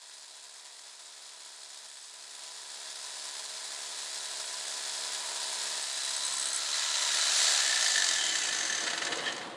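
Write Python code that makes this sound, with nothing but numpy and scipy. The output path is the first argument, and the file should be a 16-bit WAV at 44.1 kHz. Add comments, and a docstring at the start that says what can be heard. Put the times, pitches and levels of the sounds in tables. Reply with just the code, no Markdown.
"""Rotary hammer boring into concrete

About 71 blows a second, growing louder, force a workshop floor to hum and excite the modes of the steel.
As the pressure comes off, the bit rings and friction makes it squeal; drawn out, it clinks in the chuck.
The motor coasts down with a gear whine to a few last knocks, while the low roar of the hall swells."""
import sys
import numpy as np
from scipy import signal
from scipy.fft import rfft, irfft
from scipy.io import wavfile
from scipy.ndimage import uniform_filter1d

SR = 44100
rng = np.random.default_rng(int(sys.argv[2]) if len(sys.argv) > 2 else 0)


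def output_pcm(signal):
    """Save a mono or channel-first signal as 16-bit PCM at the path in sys.argv[1].

    Samples are clipped to [-1, 1] before scaling.
    """
    pcm = np.clip(np.atleast_2d(signal).T, -1, 1) * 32767
    wavfile.write(sys.argv[1], SR, np.round(pcm).astype(np.int16))


N = 421590
T = np.arange(N) / SR
OFF_S = 7.508  # the motor is switched off
STEEL_FADE_DB, HOUSING_FADE_DB = 12.5, 4.5  # level lost per tenfold drop in crank speed

# crank speed under power, sagging as the bit rubs, rising once unloaded (t/s, f/Hz)
POWERED_SPEED = [(0, 69.99), (1.5, 70.58), (2, 71.08), (3, 70.77), (3.5, 70.7), (3.75, 71.15), (3.91, 70.1),
                 (4.1, 71.35), (4.34, 69.95), (4.5, 71.1), (4.75, 70.55), (5.07, 71.15), (5.3, 70.55),
                 (5.5, 70.85), (5.75, 70.75), (6, 66.02), (6.15, 70.9), (6.3, 67.67), (6.55, 67.12),
                 (6.75, 75.71), (7.2, 73), (7.508, 75.86)]
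# steel clatter at full speed (t/s, level/dB)
CLATTER_LEVEL = [(0, -52), (1.8, -50), (2.12, -50), (2.9, -44.3), (3.8, -42), (5.4, -38), (6.65, -35.5),
                 (7.4, -29)]
# share of hammering clatter against free rattle; some lasts through the coast-down (t/s, share 0-1)
HAMMERING_SHARE = [(0, 0.96), (5.75, 0.87), (5.9, 0.7), (6.55, 0.76), (6.8, 0.37), (7.2, 0.41)]
# spells of eased pressure (start t/s, end t/s, final ring level/dB re clatter)
EASED_SPELLS = [(1.873, 2.115, -2.5), (5.813, 6.577, 1.5)]
# spectral envelope of the undamped bit outside the hole (f/Hz, level/dB)
FREE_BIT_SPECTRUM = [(40, -36), (100, -33), (300, -12), (600, -10.5), (1200, -11.5), (2400, -6.5),
                     (3400, -4), (4700, 1), (5300, -3.5), (6000, -2.5), (7800, -0.5), (8400, -10),
                     (9200, -4), (10700, -38), (14000, -33)]
# its resonances (f/Hz, width/Hz, lift/dB)
FREE_BIT_MODES = [(692, 114, 8.5), (1010, 140, 7.2), (1324, 100, 11), (1506, 115, 9.7), (1767, 190, 14),
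                  (2010, 230, 9.3), (2610, 72, 6.1), (2947, 97, 11.6), (3140, 99, 5.3), (3920, 220, 6.2),
                  (4530, 180, 4.7), (5640, 110, 4.6), (6070, 110, 7.9), (6430, 100, 14.5), (7380, 260, 4.5),
                  (8060, 260, 5.9)]


def undb(db):
    """Amplitude ratio of a level in decibels."""
    return 10 ** (np.asarray(db) / 20)


def curve(rows, column=1):
    """Linear interpolation of a table column in time."""
    rows = np.array(rows, float)
    return np.interp(T, rows[:, 0], rows[:, column])


def swell(start, end):
    """Semi-elliptical envelope between two times."""
    age = np.clip((T - start) / (end - start), 0, 1)
    return np.sqrt(4 * age * (1 - age))


def after(time, ramp_s=.035):
    """Linear ramp from 0 to 1, centred on a time."""
    return np.clip((T - time) / ramp_s + .5, 0, 1)


def unit(x):
    """Normalisation to rms 1."""
    return x / np.sqrt(np.mean(x ** 2) + 1e-18)


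def noise():
    """Gaussian white noise."""
    return rng.standard_normal(N)


def wander(hz):
    """Random fluctuation: low-passed noise of rms 1."""
    return unit(signal.sosfilt(signal.butter(2, hz, fs=SR, output="sos"), noise()))


def grit(rough_db=2):
    """Amplitude-modulated noise: dense tiny contacts of uneven size."""
    return unit(noise() * undb(rough_db * wander(1660)))


def split(x, hz):
    """Complementary filtering into the bands below and above a frequency."""
    low = signal.sosfiltfilt(signal.butter(3, hz, fs=SR, output="sos"), x)
    return low, x - low


def body(x, spectrum, modes=(), size=8192):
    """Minimum-phase response of a body: resonance peaks on a broad spectrum, at unit power gain."""
    f = np.arange(size // 2 + 1) * SR / size
    hz, db = np.transpose(spectrum)
    peaks_db = sum(lift / (1 + (2 * (f - centre) / width) ** 2) for centre, width, lift in modes)
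    gain = undb(np.interp(np.log(f + 1), np.log(hz), db) + peaks_db)
    cepstrum = irfft(np.log(gain))
    cepstrum[1:size // 2] *= 2  # folding makes the response causal
    cepstrum[size // 2 + 1:] = 0
    response = irfft(np.exp(rfft(cepstrum)))
    return signal.fftconvolve(x, response / np.linalg.norm(response))[:N]


def strokes(turns, place, jitter_s, scatter_db):
    """Quasi-periodic impulse train: one pulse a turn, scattered in time and strength."""
    marks = np.arange(1, int(turns[-1])) + place
    chance = rng.standard_normal((len(marks), 2))
    at = np.clip((np.interp(marks, turns, T) + jitter_s * chance[:, 0]) * SR, 0, N - 2)
    strength = undb(scatter_db * chance[:, 1])
    index, fraction = at.astype(int), at % 1
    return np.bincount(index, strength * (1 - fraction), N) + np.bincount(index + 1, strength * fraction, N)


def fade(pulses, decay_s, attack_s):
    """Exponential rise and decay of each pulse."""
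    for seconds in (decay_s, attack_s):
        pulses = signal.lfilter([1], [1, -np.exp(-1 / (seconds * SR))], pulses)
    return pulses / (attack_s * SR)


def crank_hz(drag_s=1.491, friction_hz_per_s=16.82):
    """Crank speed: held by the motor, then decaying under viscous air drag and dry friction."""
    drag = np.exp(-np.maximum(T - OFF_S, 0) / drag_s)
    friction_hz = friction_hz_per_s * drag_s
    return np.maximum((curve(POWERED_SPEED) + friction_hz) * drag - friction_hz, .1)


def clatter_gain(fade_db):
    """After switch-off the clatter falls as a power law of the crank speed."""
    return undb(curve(CLATTER_LEVEL) + fade_db * np.log10(crank_hz() / curve(POWERED_SPEED)))


def eased():
    """Gate: 1 while the pressure is eased, else 0."""
    return sum(after(start) - after(end) for start, end, _ in EASED_SPELLS)


def hall():
    """Resonance-coloured noise: a low, slightly wavering roar."""
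    levels = [(0, -92), (3, -73), (6, -71), (7.6, -61.5), (8.25, -54), (9.1, -42.5), (9.56, -45)]  # growth of the roar (t/s, level/dB)
    spectrum = [(25, -53), (50, -29), (75, -17), (120, -6), (200, 1), (400, 1.5), (700, 0), (1100, 4.5),
                (2200, -12), (4500, -20), (9000, -21), (14000, -59)]  # its spectral envelope (f/Hz, level/dB)
    modes = [(121, 10, 2.7), (328, 29, 10), (540, 130, 6.7), (706, 60, 9)]  # its resonances (f/Hz, width/Hz, lift/dB)
    return unit(body(noise(), spectrum, modes)) * undb(curve(levels) + 1.1 * wander(6.6))


def reverberation(x, t60_s=1.0, wet_db=-14.5, dull_hz=4000):
    """Diffuse wall reflections form a dull, exponentially decaying tail."""
    t = T[:SR]
    envelope = np.exp(-np.log(1000) * t / t60_s) * (t > .012)
    tail, _ = split(rng.standard_normal(SR) * envelope, dull_hz)
    return undb(wet_db) * signal.fftconvolve(x, tail / np.linalg.norm(tail))[:N]


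def slab(turns, rise_db_per_s=.67, bass_rise_db_per_s=.36, dip_db=-5):
    """Forced vibration: the slab hums at harmonics of the blow rate, more as the hole deepens."""
    harmonics = [(1, -45), (2, -21), (3, -11), (4, -16), (5, -6), (6, -1.5), (7, -5), (8, -4.5), (9, 4),
                 (10, 0.5), (11, -4.5), (12, -2.5), (13, 1), (14, 3.5), (15, -12), (16, -27), (17, -16),
                 (18, -7), (19, 0), (20, -16), (21, -0.5), (22, -9), (23, -21), (24, -9), (25, -14)]  # spectrum of the hum (multiple of the blow rate, level/dB)
    hammering = curve(HAMMERING_SHARE)
    blow_hz = np.median(crank_hz()[hammering > .9])
    spectrum = [(22, -60)] + [(n * blow_hz, db) for n, db in harmonics] + [(2600, -8.5), (5000, -34)]
    blows = body(strokes(turns, .92, jitter_s=.00003, scatter_db=1.2), spectrum)
    bass, upper = split(unit(blows), 300)
    hum = bass * undb(bass_rise_db_per_s * (T - EASED_SPELLS[-1][0])) + upper
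    level_db = curve(CLATTER_LEVEL) - 14 + rise_db_per_s * T + dip_db * eased()
    return hum * undb(level_db) * hammering ** 3


def gears(turns, order=90, level_db=-52.5):
    """The coasting gears' mesh tone, phase-modulated by backlash, glides down through resonances."""
    backlash = [(35, .38), (48, 2.2)]  # tooth chatter against crank speed (f/Hz, phase wobble/rad)
    spectrum = [(300, -30), (1200, -15), (2000, -11), (2600, -7), (3600, -2), (4700, 5.5), (6500, -11)]  # gearbox response (f/Hz, level/dB)
    modes = [(4500, 700, 3), (3100, 260, 15), (2630, 200, 4)]  # its resonances (f/Hz, width/Hz, lift/dB)
    wobble = np.interp(crank_hz(), *np.transpose(backlash)) * wander(130)
    mesh = np.sin(2 * np.pi * order * turns + wobble) * undb(4 * wander(60)) * after(OFF_S)
    return unit(body(mesh, spectrum, modes)) * undb(level_db)


def last_knocks(attack_s=.0027, halving_db=8.5):
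    """Impacts in the nearly stopped mechanism: a harder contact is shorter and brighter."""
    knocks = [(8.871, -25.5, -6), (8.901, -29, -3), (8.93, -28, -10), (8.976, -26.5, -3),
              (9.018, -25.5, -7), (9.049, -28, 6), (9.066, -24.5, -6), (9.12, -25, -8.5), (9.156, -35, 14),
              (9.172, -34, 13), (9.183, -30, -13), (9.24, -36, -6), (9.258, -32, -9), (9.277, -32, -11),
              (9.298, -40, -7), (9.322, -30.5, 4), (9.364, -37, 12), (9.379, -34, -5), (9.409, -39.5, -20)]  # single contacts (t/s, level/dB, treble lift/dB)
    low_force, high_force = np.zeros(N), np.zeros(N)
    for start, db, treble_db in knocks:
        age = np.maximum(T - start, 0)
        decay_s = .007 * .5 ** (treble_db / halving_db)
        force = undb(db) * (1 - np.exp(-age / attack_s)) * np.exp(-np.minimum(age / decay_s, 20))
        low_force += force
        high_force += force * undb(treble_db)
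    dull, bright = split(body(grit(rough_db=2.5), FREE_BIT_SPECTRUM, FREE_BIT_MODES), 4200)
    return low_force * unit(dull) + undb(-2) * high_force * unit(bright)


def clinks(turns, attack_s=.00052):
    """Modal ringing: each forward stroke throws the loose bit against the chuck; hard hits also tick."""
    modes = [(1764, 0, 0.0055), (1953, -9.5, 0.0076), (3127, -9.5, 0.0084), (3670, -6.5, 0.0052)]  # modes of the bit (f/Hz, level/dB, decay/s)
    light_hits = [(7.5, -55), (7.7, -35), (8.15, -31), (8.85, -33), (9.1, -42), (9.2, -65)]  # strength of the once-a-turn clinks (t/s, level/dB)
    hard_hits = [(7.7882, -24, -34), (7.826, -33, -21), (7.843, -37, -22), (7.861, -19, -24),
                 (7.9185, -33, -24), (7.957, -19, -25), (7.979, -19.5, -20), (8.0208, -21.5, -24),
                 (8.0435, -38, -20), (8.066, -25, -25), (8.088, -23, -16), (8.111, -25, -19),
                 (8.16, -25, -24), (8.209, -27, -35), (8.354, -27, -37), (8.488, -24, -30),
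                 (8.528, -26, -28), (8.609, -28, -33), (8.698, -24.5, -30), (8.7255, -25.5, -35),
                 (8.784, -26, -33), (8.877, -27, -29)]  # hardest clinks (t/s, ring level/dB, tick level/dB)
    tick_spectrum = [(300, -30), (2000, -10), (4300, 2), (7500, 7), (9500, -8), (14000, -29)]  # contact noise (f/Hz, level/dB)
    hits = strokes(turns, .94, jitter_s=.000596, scatter_db=.5) * undb(curve(light_hits)) * after(OFF_S)
    ticks, t = np.zeros(N), T[:3000]
    for start, ring_db, tick_db in hard_hits:
        hits[int(start * SR)] += undb(ring_db)
        ticks[int(start * SR)] += undb(tick_db)
    ring = sum(undb(db) * np.sin(2 * np.pi * hz * t) * np.exp(-t / decay) for hz, db, decay in modes)
    ring *= (1 - np.exp(-t / attack_s)) ** 2
    contacts = fade(ticks, decay_s=.0013, attack_s=.0003) * noise()
    return signal.fftconvolve(hits, ring)[:N] + body(contacts, tick_spectrum)


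def squeal(turns, wobble_rad=1.4):
    """Friction tone: the bit binds on the wall of the hole and squeals in a burst after each blow."""
    track = [(5.7, 3950, -55), (6.0, 3950, -47), (6.13, 3950, -45), (6.27, 3970, -44.5), (6.45, 4020, -50),
             (6.66, 4210, -47), (6.85, 3930, -45), (6.97, 4080, -45), (7.17, 3730, -44), (7.21, 3970, -40),
             (7.32, 3980, -43)]  # course of the squeal (t/s, f/Hz, level/dB)
    blows = strokes(turns, 1, jitter_s=.00086, scatter_db=4)
    bursts = unit(fade(blows, decay_s=.007, attack_s=.0012))
    tone = np.sin(2 * np.pi * np.cumsum(curve(track)) / SR + wobble_rad * wander(65))
    binding = after(track[0][0]) - after(track[-1][0])
    return unit(tone) * bursts * undb(curve(track, column=2)) * binding


def rubbing(force, catch_db=3):
    """Friction sustains narrow, gliding resonances of the steel, fed in time with the piston."""
    # singing resonances (start t/s, end t/s, first f/Hz, last f/Hz, level/dB re clatter)
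    rubs = [(5.0, 5.8, 986, 976, -14), (6.046, 6.6, 277, 275, -32), (6.03, 6.43, 950, 1080, -15.5),
            (6.15, 7.5, 1344, 1360, -16.5), (6.697, 7.146, 1010, 965, -16), (7.2, 8.2, 740, 700, -21.5),
            (7.353, 7.6, 4460, 4374, -7.5), (7.59, 7.9, 1768, 1774, -8.5), (8.15, 8.542, 7100, 7330, -7),
            (8.17, 8.292, 3140, 3130, -5), (8.28, 8.56, 7870, 7870, -16), (8.517, 8.857, 6140, 6240, -4),
            (8.525, 8.837, 6500, 6360, -7), (9.08, 9.24, 492, 500, -2), (9.235, 9.317, 3170, 3170, 4.5),
            (9.25, 9.31, 1774, 1800, 7)]
    contacts = force ** 2 * noise() * undb(catch_db * wander(15))
    out = np.zeros(N)
    for start, end, first_hz, last_hz, db in rubs:
        span = (T > start - .05) & (T < end + .05)
        hz = np.interp(T[span], [start, end], [first_hz, last_hz])
        carrier = np.exp(2j * np.pi * np.cumsum(hz) / SR)
        width_hz = 73 + .021 * first_hz
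        narrow = signal.butter(2, width_hz / 2, fs=SR, output="sos")
        ring = (signal.sosfilt(narrow, contacts[span] / carrier) * carrier).real  # gliding band-pass
        running_rms = np.sqrt(np.abs(uniform_filter1d(ring ** 2, size=1800)) + 1e-12)
        out[span] += ring / running_rms * undb(db) * swell(start, end)[span]
    return out * clatter_gain(STEEL_FADE_DB)


def bit_ring(turns, pressed_db=-10.5, growth_db_per_s=17):
    """Free vibration of the bit after each blow grows as the load eases and ends when it is lifted."""
    spectrum = [(2000, -25), (3500, -40), (6000, -9.5), (8200, 4), (10000, 5), (14000, -61)]  # response of the bit in the hole (f/Hz, level/dB)
    modes = [(3860, 110, 15), (6320, 110, 24), (7970, 440, 16.2), (8340, 200, 5.7)]  # its resonances (f/Hz, width/Hz, lift/dB)
    force = fade(strokes(turns, 1, jitter_s=.0001, scatter_db=3), decay_s=.0038, attack_s=.00071)
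    lift_off_s = EASED_SPELLS[-1][1]
    gain = undb(pressed_db) * (1 - after(lift_off_s))
    for start, end, db in EASED_SPELLS:
        build_up = undb(db - growth_db_per_s * np.maximum(end - T, 0))
        gain = np.maximum(gain, (after(start) - after(end)) * build_up)
    return unit(body(force * noise(), spectrum, modes)) * gain * undb(curve(CLATTER_LEVEL))


def piston(turns, scrape_db=-11.5):
    """Reciprocating force: a knock at each end of travel, longer as it slows, over scraping gears."""
    forward = strokes(turns, .874, jitter_s=.00045, scatter_db=.65)
    return_db = np.interp(crank_hz(), [25.8, 49.5], [0, -13])  # the return stroke is soft at speed
    back = strokes(turns, .42, jitter_s=.00017, scatter_db=2.5) * undb(return_db)
    both = (forward + back) * undb(-3 * after(8.92))  # weaker near standstill
    sharp = fade(both, decay_s=.0044, attack_s=.0013)
    soft = fade(both, decay_s=.005, attack_s=.0039)
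    slowness = np.clip(1 - crank_hz() / 62, 0, 1)
    force = np.hypot((1 - slowness) * sharp + slowness * soft, undb(scrape_db))
    return force / np.sqrt(uniform_filter1d(force ** 2, size=8000))


def free_rattle(force):
    """Piston knocks excite the unloaded tool; the bit's own modes take over as it leaves the hole."""
    spectrum = [(40, -35), (100, -63), (300, -19.5), (600, -11), (1200, -11), (2500, 0.5), (3400, 1),
                (4000, 9), (4800, 1), (5600, 1.5), (7600, 3), (8600, -7.5), (10700, -47), (14000, -15)]  # response of the unloaded tool (f/Hz, level/dB)
    modes = [(635, 140, 11.6), (990, 200, 10), (1330, 230, 11), (1690, 250, 11), (1974, 160, 9.1),
             (3030, 180, 6.3), (3680, 120, 2), (4500, 110, 1.8), (4740, 150, 2.4), (5700, 170, 2),
             (6240, 290, 3.6), (7660, 170, 4.7), (8850, 290, 5.6)]  # its resonances (f/Hz, width/Hz, lift/dB)
    dying_away = [(8.88, -0.5), (8.97, -7), (9.3, -6.5), (9.335, -26)]  # the rattle sinks to a faint scrape (t/s, level/dB)
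    contacts = force * grit()
    in_hole = body(contacts, spectrum, modes)
    in_air = body(contacts, FREE_BIT_SPECTRUM, FREE_BIT_MODES)
    withdrawn = np.interp(T, [7.55, 8.45], [0, 1])
    return ((1 - withdrawn) * in_hole + withdrawn * in_air) * undb(curve(dying_away))


def drilling(turns, crush_db=-11):
    """Impact excitation: blow, rebounds and chuck slap ring the steel over steadily crushing concrete."""
    impacts = [(0.94, -10, 0.0046), (0.07, -8.5, 0.0087), (0.5, -12, 0.0018), (0.49, -11, 0.0011),
               (0.58, -5, 0.0018)]  # contacts within a turn (place 0-1, level/dB, decay/s)
    spectrum = [(40, -35), (100, -44), (300, -19.5), (530, -12), (630, -6), (1300, -7), (2900, -6),
                (3700, 2), (5000, 7), (5800, 1), (7300, 3.5), (9000, -1), (10700, -32), (13000, -5),
                (15000, -14)]  # response of the loaded tool (f/Hz, level/dB)
    bit_modes = [(1686, 240, 4.8), (1914, 80, 3.8), (3397, 174, 5.3), (3860, 170, 3.8), (4230, 130, 2.9),
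                 (5480, 88, 2.4), (6150, 92, 3.6), (6980, 130, 5.5), (8280, 160, 3.6), (9300, 200, 2.6),
                 (10065, 810, 21.1), (10720, 333, 26.1)]  # resonances of the bit (f/Hz, width/Hz, lift/dB)
    plate_modes = [(998, 78, 7.8)]  # base plate, heard only under pressure (f/Hz, width/Hz, lift/dB)
    power = undb(crush_db) ** 2
    for place, db, decay_s in impacts:
        hits = strokes(turns, place, jitter_s=.00027, scatter_db=2.5)
        power += (undb(db) * fade(hits, decay_s, attack_s=.00061)) ** 2
    bite = undb(.63 * wander(34))  # the cutting edges meet harder and softer grains
    contacts = bite * np.sqrt(power) * grit()
    with_plate = body(contacts, spectrum, bit_modes + plate_modes)
    bit_alone = body(contacts, spectrum, bit_modes)
    pressed = np.interp(curve(HAMMERING_SHARE), [.65, .9], [0, 1])
    return unit(pressed * with_plate + (1 - pressed) * bit_alone)


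def scene(crossover_hz=3347):
    """Superposition of the crank-driven tool, its reverberation, the slab and the hall."""
    scrapes = [(7.313, 7.57, 1.5), (7.796, 8.17, 2)]  # the flutes scrape the rim on the way out (start t/s, end t/s, lift/dB)
    turns = np.cumsum(crank_hz()) / SR + .379
    hammering, force = curve(HAMMERING_SHARE), piston(turns)
    scrape_db = sum(db * swell(start, end) for start, end, db in scrapes)
    steel_gain = clatter_gain(STEEL_FADE_DB) * undb(scrape_db)
    housing_gain = clatter_gain(HOUSING_FADE_DB) * undb(-7)
    clatter = np.zeros(N)
    for share, source in ((hammering, drilling(turns)), (1 - hammering, free_rattle(force))):
        housing, steel = split(source, crossover_hz)
        clatter += np.sqrt(share) * (unit(steel) * steel_gain + unit(housing) * housing_gain)
    clatter *= undb(-.63 * eased())  # eased blows crush less
    steel_tones = bit_ring(turns) + rubbing(force) + squeal(turns) + clinks(turns)
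    tool = clatter + steel_tones + gears(turns) + last_knocks()
    return (tool + reverberation(tool) + slab(turns) + hall())[None]


def record(dry, shelf_db=-11, cutoff_hz=14800):
    """Band limiting: a shelf dulls the highest treble and a steep low-pass cuts the top."""
    shelf = undb(np.interp(np.fft.rfftfreq(N, 1 / SR), [11100, 11400], [0, shelf_db]))
    low_pass = signal.ellip(8, .2, 70, cutoff_hz, fs=SR, output="sos")
    return signal.sosfilt(low_pass, irfft(rfft(dry) * shelf, N))


dry = scene()
out = record(dry)
output_pcm(out)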